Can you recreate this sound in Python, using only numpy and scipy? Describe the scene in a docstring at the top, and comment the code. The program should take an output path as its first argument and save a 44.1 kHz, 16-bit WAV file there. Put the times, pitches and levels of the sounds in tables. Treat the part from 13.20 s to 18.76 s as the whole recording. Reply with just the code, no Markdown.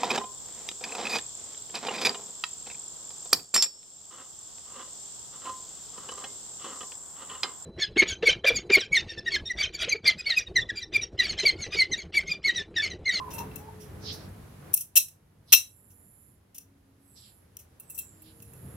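"""Small brass parts are pushed into a hand-held carburettor body, close to a phone in an open workshop.
Each contact is a burst of uneven micro-impacts that also rings the casting's modes; a short room tail follows.
Outside: traffic and hiss (shaped noise), engine drones (wavering sines), a far squeal (gliding tone and noise),
a rasping bird (falling noise band) and a shrill insect (pulsed buzz and whistle).
The loudest snaps push the phone's gain down; it then recovers at 4 dB per second."""
import sys
import numpy as np
from scipy import signal
from scipy.fft import rfft, irfft
from scipy.io import wavfile
from scipy.ndimage import uniform_filter1d

SR = 44100
rng = np.random.default_rng(int(sys.argv[2]) if len(sys.argv) > 2 else 0)


def int16_out(signal):
    """Quantize to a 16-bit WAV file."""
    q = np.round(np.clip(np.atleast_2d(signal).T, -1, 1) * 32767)
    wavfile.write(sys.argv[1], SR, q.astype(np.int16))


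N = 245181
T = np.arange(N) / SR


def undb(db):
    """Decibels to gain."""
    return 10 ** (np.asarray(db) / 20)


def unit(x):
    """Scale to rms 1."""
    return x / np.sqrt(np.mean(x ** 2))


def pan(db):
    """Port gains for a left minus right level difference."""
    return undb(np.vstack([db, -db]) / 2)


def bell(t, width_s):
    """Gaussian swell of height 1 around t = 0; width is one standard deviation."""
    return np.exp(-(t / width_s) ** 2 / 2)


def colour(x, points, size=4096):
    """Minimum-phase filter through (frequency [Hz], gain [dB]) points, built from the cepstrum."""
    hz, db = np.transpose(points)
    f = np.maximum(np.fft.rfftfreq(size, 1 / SR), 1)
    gain = undb(np.interp(np.log(f), np.log(hz), db))
    cepstrum = irfft(np.log(gain))
    # fold the cepstrum to make the response causal
    cepstrum[1:size // 2] *= 2
    cepstrum[size // 2 + 1:] = 0
    response = irfft(np.exp(rfft(cepstrum)))
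    response = response.reshape((1,) * (x.ndim - 1) + (-1,))
    return signal.fftconvolve(x, response, axes=-1)[..., :x.shape[-1]]


def walk(rate_hz):
    """Slow random curve of rms 1: held random values, smoothed twice."""
    k = max(int(SR / rate_hz), 1)
    held = np.repeat(rng.standard_normal(N // k + 1), k)
    return unit(uniform_filter1d(uniform_filter1d(held, k), k)[:N])


def stereo_noise(side_db, size=N):
    """White noise for both ports: a shared part plus an opposed part at side_db."""
    mid, side = rng.standard_normal((2, size))
    return mid + undb(side_db) * side * np.array([[1], [-1]])


def band(hz, width_hz, side_db):
    """Noisy resonance: low-passed complex noise shifted to a centre that may move."""
    low = signal.butter(3, width_hz / 2, fs=SR, output="sos")
    slow = signal.sosfilt(low, stereo_noise(side_db) + 1j * stereo_noise(side_db))
    carrier = np.exp(2j * np.pi * np.cumsum(hz + 0 * T) / SR)
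    return unit((slow * carrier).real)


def street(rumble_rest_db=-48.5, roar_rest_db=-55.5, air_db=-61.5):
    """Traffic rumble and tyre roar as swelling noise, engine drones as wavering sines, and a distant hiss."""
    # traffic swells: (peak time [s], width [s], rumble rise [dB], tyre roar rise [dB])
    traffic = [(.22, .16, 9, 11.5), (.92, 0.19, 7, 8.5), (1.5, 0.051, 1, 7), (2.7, 0.38, 6, 4.5),
               (5.6, 0.19, 9.5, 7.5)]
    # noise spectra: (frequency [Hz], relative density [dB per Hz])
    rumble_spectrum = [(20, -23.5), (45, -9.5), (70, -1), (95, 3.5), (130, -4.5), (200, -6), (300, -15),
                       (500, -20), (1500, -63)]
    roar_spectrum = [(100, -23.5), (300, 1.5), (550, -3), (900, -6), (1800, -11.5), (3000, -20.5),
                     (6000, -30.5), (16000, -29.5)]
    air_spectrum = [(100, -2), (2000, 6.5), (5000, 5.5), (9000, -1), (12000, -1.5), (16000, -17)]
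    # engine drones: (start [s], end [s], mean pitch [Hz], mean level [dB])
    drones = [(-.2, 3.27, 93, -59), (-.2, 2.4, 146.3, -54), (-.2, 1.6, 191.2, -54.5),
              (-.2, 1.1, 427.8, -53), (3.25, 4.1, 276.7, -54), (4.851, 5.28, 316, -50.5),
              (5.002, 5.5, 463, -60), (5.2, 5.8, 128, -43.5)]

    peak_s, width_s, rumble_rise_db, roar_rise_db = np.transpose(traffic)
    passing = bell(T - peak_s[:, None], width_s[:, None])
    rumble_db = rumble_rest_db + rumble_rise_db @ passing + 1.4 * walk(26)
    roar_db = roar_rest_db + roar_rise_db @ passing + 0.84 * walk(25)
    out = unit(colour(stereo_noise(-19.0), rumble_spectrum)) * undb(rumble_db)
    out += unit(colour(stereo_noise(-1.5), roar_spectrum)) * undb(roar_db)
    for start_s, end_s, hz, db in drones:
        swell = np.clip(np.minimum(T - start_s, end_s - T) / 0.21, 0, 1)
        waver_db, drift_hz = 2.2 * walk(22), 3 * walk(22)
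        tone = np.sqrt(2) * np.sin(2 * np.pi * np.cumsum(hz + drift_hz) / SR)
        out += swell * undb(db + waver_db) * tone
    return out + undb(air_db) * unit(colour(stereo_noise(-0.65), air_spectrum))


def squeal(attack_s=0.026, release_s=0.029):
    """Far squeal: a wavering tone in two noise bands, in gliding swells that move from right to left."""
    # swells: (peak time [s], level [dB], pitch at the peak [Hz], glide [Hz per s])
    squeals = [(.004, -30, 1010, 0), (.085, -38.5, 1000, -600), (.208, -32, 935, 698),
               (.42, -50.5, 830, 500), (.49, -43.5, 887, 500)]
    peak_s, db, peak_hz, glide_hz_per_s = np.transpose(squeals)[:, :, None]
    t = T - peak_s
    fade = np.maximum(-t / attack_s, t / release_s)
    swells = undb(db) * np.exp(-np.minimum(fade, 20))
    # the louder swell dominates the pitch
    glides_hz = peak_hz + glide_hz_per_s * np.clip(t, -.1, .1)
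    hz = np.average(glides_hz, axis=0, weights=swells)
    tone = np.sqrt(2) * np.sin(2 * np.pi * np.cumsum(hz * (1 + 0.0188 * walk(120))) / SR)
    body = 0.73 * tone + 0.59 * band(hz, 145, 0) + 0.3 * band(hz, 420, 0)
    return swells.sum(axis=0) * body * pan(np.interp(T, [0, .2], [-6, 3]))


def chatter(decay_ms, tilt_db, grain_db, rise_share, side_db=-7, size=8192):
    """One contact: uneven micro-impacts that build as the parts bite, then die."""
    t, decay_s = np.arange(size) / SR, decay_ms / 1000
    # each impact radiates a little differently towards the two ports
    unevenness = undb(grain_db * np.minimum(rng.exponential(size=size), 3))
    impacts = stereo_noise(side_db, size) * unevenness
    pressure = np.exp(-t / decay_s) * (1 - np.exp(-t / (rise_share * decay_s)))
    # positive tilt thins the sound below 8 kHz and lifts it above
    tip = [(1000, -4 * tilt_db), (4500, -3 * tilt_db), (8000, 0), (20000, tilt_db / 2)]
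    # longer bursts carry more energy
    return unit(colour(impacts * pressure, tip, size=256)) * np.sqrt(decay_s * SR / size)


def seating(db, decay_ms, tilt_db, grain_db, rise_share,
            slide_delay_s=.018, slide_decay_ms=21, slide_db=-22, slide_db_per_db=-0.12):
    """Force of a contact and the slide into its seat; the harder the blow, the smaller the slide's share."""
    bite = chatter(decay_ms, tilt_db, grain_db, rise_share)
    slide = chatter(slide_decay_ms, tilt_db / 2, grain_db, rise_share)
    slide = np.pad(slide, [(0, 0), (int(slide_delay_s * SR), 0)])[:, :bite.shape[1]]
    return undb(db) * (bite + undb(slide_db + slide_db_per_db * db) * slide)


def ring(force, blow_db, scatter_db=1.5, softening=.13, split_hz=22):
    """Decaying modes of the casting; light blows mostly wake the lowest, the grip damps and detunes them."""
    # casting modes: (nominal frequency [Hz], relative level [dB], t60 before the grip's cap [s])
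    casting = [(2600, -2.5, .1), (2698, 3.5, .11), (3230, -10.5, .1), (3666, -10, .13), (3938, -5, .14),
               (4120, -5.5, 0.12), (4226, -8.5, 0.11), (4600, -17.5, .09), (5435, -3.5, .15),
               (5740, -4, .18), (5880, -5, .16), (6090, -9.5, .2), (6300, -10, .18), (6840, -15, .17),
               (7640, -10.5, .21), (8300, -13, .16), (9880, -13, .15), (10075, -7.5, .14),
               (10254, -9.5, .15), (11157, -10, .15), (11344, -7.5, .15), (11516, -9.5, .12),
               (12030, -10.5, .13), (13070, -11, .12), (14070, 1.5, .12), (14560, -7, .14),
               (15294, -4, .11)]
    t = np.arange(SR // 3) / SR
    hz, db, t60_s = np.transpose(casting)[:, :, None]
    pitch, weight, phase, port = rng.standard_normal((4, len(hz), 1))
    hz = hz * (1 + .0007 * pitch)
    sensitivity = softening * np.clip(np.log2(hz / 2700) * 2, .45, 2)
    db = db + scatter_db * weight + sensitivity * (blow_db - 15.5)
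    angle = np.float32(2 * np.pi * (hz * t + phase))
    t60_s = np.minimum(t60_s, .19)
    fade = np.float32(undb(db)) * np.exp(np.float32(-np.log(1000) * t / t60_s))
    # each mode beats slowly, its level swelling and fading
    beat = np.cos(np.float32(np.pi * split_hz * (1 + weight / 3) * t))
    fade = fade * np.sqrt(np.float32(2)) * beat
    # each mode reaches the right port with its own phase shift
    left = np.sum(fade * np.sin(angle), axis=0)
    right = np.sum(fade * np.sin(angle + np.float32(port)), axis=0)
    # the ring builds up as the impacts feed it
    fed = np.cumsum(np.mean(force ** 2, axis=0))
    return np.array([left, right]) * np.sqrt(np.interp(np.arange(len(t)), np.arange(len(fed)), fed))


def parts(grain_db=4, rise_share=0.45, casting_db=-37):
    """Brass on casting: each contact's crack plus the ring it feeds, placed between the ports."""
    # contacts: (time [s], relative level [dB], chatter decay [ms], treble tilt [dB],
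    #            relative casting ring [dB], left minus right [dB])
    contacts = [(0.103, -39, 21, -3, 0, 5), (.131, -36, 19, 4.5, 6, -3), (.18, -34.5, 13, -1.5, 11, 6),
                (.313, -55, 0.94, -12.5, 23, -1), (0.3573, -34, 4.5, 4, 1, 10.5),
                (0.597, -47.5, 37, -2.5, -15, -7), (0.921, -43, 27, -1.5, -11, -2),
                (1.533, -24, 7.8, 1, -19.5, 3), (1.5388, 2.5, 3.7, 9.5, -19, 5),
                (1.543, -4, 3.2, 4.5, -19, -6), (1.5752, -10, 2.2, 2, -11.5, 5),
                (1.606, -16, 9, 3.5, -13, 0), (1.755, -4, 12, 1, -0.5, 4.5),
                (1.7643, 2, 3.5, -0.5, -2, 8.5), (1.7697, 5.5, 8.7, 2, -3, .5),
                (1.777, 4, 3, 5.5, -9, -4.5), (1.8828, -28, 4.7, 0, -13, -2),
                (2.3213, 1, 5.7, -3.5, -3.5, 2), (2.325, 12, 7.3, -1.5, 2, -1.5),
                (2.332, 13.5, 4.9, -5.5, -0.5, 11), (2.347, 7, 3.1, 9, 0.5, 6),
                (2.7, -41, 17, 0.5, -1.5, 4), (3.344, -30.5, 19, 0, -9.5, 2),
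                (3.381, -21, 4.1, 0.5, -11, 2.5), (4.368, -24.5, 2.5, 1, -17, 2.5),
                (4.388, -39.5, 16, 0.5, -17.5, 3.5), (4.597, -30, 7, 10, -5, -3),
                (4.697, -29, 13, 8, -3, -0.5), (4.745, -32.5, 14, 3.5, -15, 2.5),
                (4.776, -26.5, 7.1, 10, -3, 11), (4.785, -18.5, 7.8, 7.5, -2.5, 1),
                (5.019, -38.5, 7.6, 12.5, -9.5, -3), (5.2013, -40.5, 2.2, -2, -6, -2.5),
                (5.221, -37.5, 6.5, 4, 0.5, 0), (5.3346, -39, 2.9, 6, -3.5, -2)]
    # crack spectrum: (frequency [Hz], relative density [dB per Hz])
    crack_spectrum = [(30, -41), (300, -34.5), (600, -20.5), (1000, -21), (1900, -16.5), (2700, -7),
                      (3400, -8), (4100, -10), (4800, -9.5), (5600, 3), (6700, 1), (8000, -3.5),
                      (11000, -.5), (16000, -6)]
    cracks, rings = np.zeros((2, 2, N + SR))
    for s, db, decay_ms, tilt_db, ring_db, pan_db in contacts:
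        force = seating(db, decay_ms, tilt_db, grain_db, rise_share)
        tone, i = ring(force, db), int(s * SR)
        cracks[:, i:i + force.shape[1]] += force * pan(pan_db)
        rings[:, i:i + tone.shape[1]] += tone * undb(ring_db) * pan(pan_db)
    return colour(cracks[:, :N], crack_spectrum) + undb(casting_db) * rings[:, :N]


def workshop(x, near_db=-6, near_s=0.00099, room_db=-15, room_t60_s=0.23, room_rise_s=0.0034):
    """Hands and nearby metal scatter the sound at once; the cluttered room adds a short diffuse tail."""
    # room colour: (frequency [Hz], gain [dB])
    room_colour = [(200, -3), (1500, -1.5), (2700, -1.5), (3300, 0.5), (4100, 0.5), (4850, -5), (5700, 1.5),
                   (6700, -0.5), (8000, 2.5), (12000, -3.5), (16000, -8)]
    t = np.arange(SR // 2) / SR
    near, far = rng.standard_normal((2, 2, len(t)))
    near = undb(near_db) * unit(near * np.exp(-t / near_s))
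    tail = np.exp(-np.log(1000) * t / room_t60_s) * (1 - np.exp(-t / room_rise_s))
    far = undb(room_db) * unit(colour(far, room_colour) * tail)
    # the left port lags by two samples
    direct = np.array([np.roll(x[0], 2), x[1]])
    scattered = signal.fftconvolve(x, near, axes=-1)
    scattered = scattered + signal.fftconvolve(x.mean(axis=0, keepdims=True), far, axes=-1)
    return direct + scattered[:, :N] / np.sqrt(len(t))


def bird(width_hz=2100):
    """Harsh, toneless calls: a wide noise band that falls in pitch."""
    # rasps: (peak time [s], width [s], level [dB], starting centre [Hz], final centre [Hz])
    rasps = [(0.897, 0.034, -34.5, 5100, 4117), (1.003, 0.048, -53.5, 4840, 4570),
             (2.305, 0.017, -41, 4830, 4078), (3.98, .014, -42.5, 5190, 4714),
             (4.049, 0.041, -44.5, 4620, 3920), (5.08, 0.033, -52, 4400, 3820)]
    peak_s, width_s, db, from_hz, to_hz = np.transpose(rasps)
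    swell = undb(db) @ bell(T - peak_s[:, None], width_s[:, None])
    times = np.column_stack([peak_s - 2 * width_s, peak_s + width_s]).ravel()
    hz = np.interp(T, np.sort(times), np.column_stack([from_hz, to_hz]).ravel())
    return band(hz, width_hz, -2) * swell * pan(-3.5)


def phrasing(attack_s=0.13, release_s=0.19, start_hz=8150, end_hz=7230, sink_s=0.28,
             accent_after_s=0.23, accent_width_s=0.11):
    """Insect whistle pitch, buzz gain and whistle gain; in each phrase the whistle flares early and sinks."""
    # phrases: (start [s], length [s], relative buzz level at mid-phrase [dB], buzz crescendo [dB per s],
    #           whistle level [dB], whistle accent [dB])
    phrases = [(2.243, 0.97, -44.5, 1.5, -58, 3.5), (3.773, 0.52, -51, 7, -67.5, 17),
               (4.57, 1.6, -52, 10.5, -67.5, 23)]
    hz, buzz, whistle = np.full(N, float(start_hz)), 0, 0
    for start_s, length_s, buzz_db, crescendo_db_per_s, whistle_db, accent_db in phrases:
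        t = T - start_s
        gate = np.clip(np.minimum(t / attack_s, (length_s - t) / release_s), 0, 1)
        sinking_hz = end_hz + (start_hz - end_hz) * np.exp(-(t / sink_s) ** 2)
        hz = np.where(t > 0, sinking_hz, hz)
        buzz = buzz + gate * undb(buzz_db + crescendo_db_per_s * (t - length_s / 2))
        accent = accent_db * bell(t - accent_after_s, accent_width_s)
        whistle = whistle + gate * undb(whistle_db + accent)
    return hz, buzz, whistle


def insect(buzz_db=-6.0, pulse_hz=200, depth=0.46):
    """Fast pulses drive a high buzz and a lower resonance that sinks through each phrase."""
    # buzz spectrum: (frequency [Hz], relative density [dB per Hz])
    buzz_spectrum = [(3000, -53), (8600, -20.5), (9800, 2), (11000, 0), (11900, 2.5), (12700, -17.5),
                     (16000, -29.5)]
    hz, buzz_gain, whistle_gain = phrasing()
    rate_hz = pulse_hz * (1 + .05 * walk(30))
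    pulses = 1 + depth * np.sin(2 * np.pi * np.cumsum(rate_hz) / SR)
    buzz = unit(colour(stereo_noise(-1.3), buzz_spectrum)) * buzz_gain * undb(buzz_db) * pan(-2.3)
    whistle = band(hz, 620, -4.0) * whistle_gain * pan(-8)
    return pulses * (buzz + whistle)


def scene():
    """The work at hand over the sounds from outside."""
    return workshop(parts()) + street() + squeal() + insect() + bird()


def gain_control(x, threshold_db=-23, release_db_per_s=4.0, ahead_s=0.0017):
    """Two-to-one compression that drops at once on a loud snap and recovers slowly."""
    power = uniform_filter1d(np.mean(x ** 2, axis=0), SR // 300)
    level_db = 10 * np.log10(np.maximum(power, 1e-12))
    cut_db = np.maximum(level_db - threshold_db, 0) / 2
    # running maximum against a falling line: instant attack, linear release
    held_db = np.maximum.accumulate(cut_db + release_db_per_s * T) - release_db_per_s * T
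    smooth_db = uniform_filter1d(held_db, size=128)
    return x * undb(-np.interp(T + ahead_s, T, smooth_db))


def record(dry, top_hz=15800):
    """The phone's two ports colour the sound; gain control, full-scale clipping and a steep low-pass follow."""
    # port colours: (frequency [Hz], gain [dB])
    left_port = [(500, -3), (2700, -3.5), (5000, -4.5), (8500, -0.5), (11000, -1.5), (12500, 3), (14200, 6),
                 (16000, 1)]
    right_port = [(500, -3), (2700, -2.5), (5000, -3), (8500, -1), (11200, 9.5), (12500, 2.5), (14200, 0),
                  (16000, -22)]
    ports = np.array([colour(dry[0], left_port), colour(dry[1], right_port)])
    clipped = np.clip(gain_control(ports), -1, 1)
    low_pass = signal.ellip(8, .2, 70, top_hz, fs=SR, output="sos")
    return signal.sosfilt(low_pass, clipped)


dry = scene()
out = record(dry)
int16_out(out)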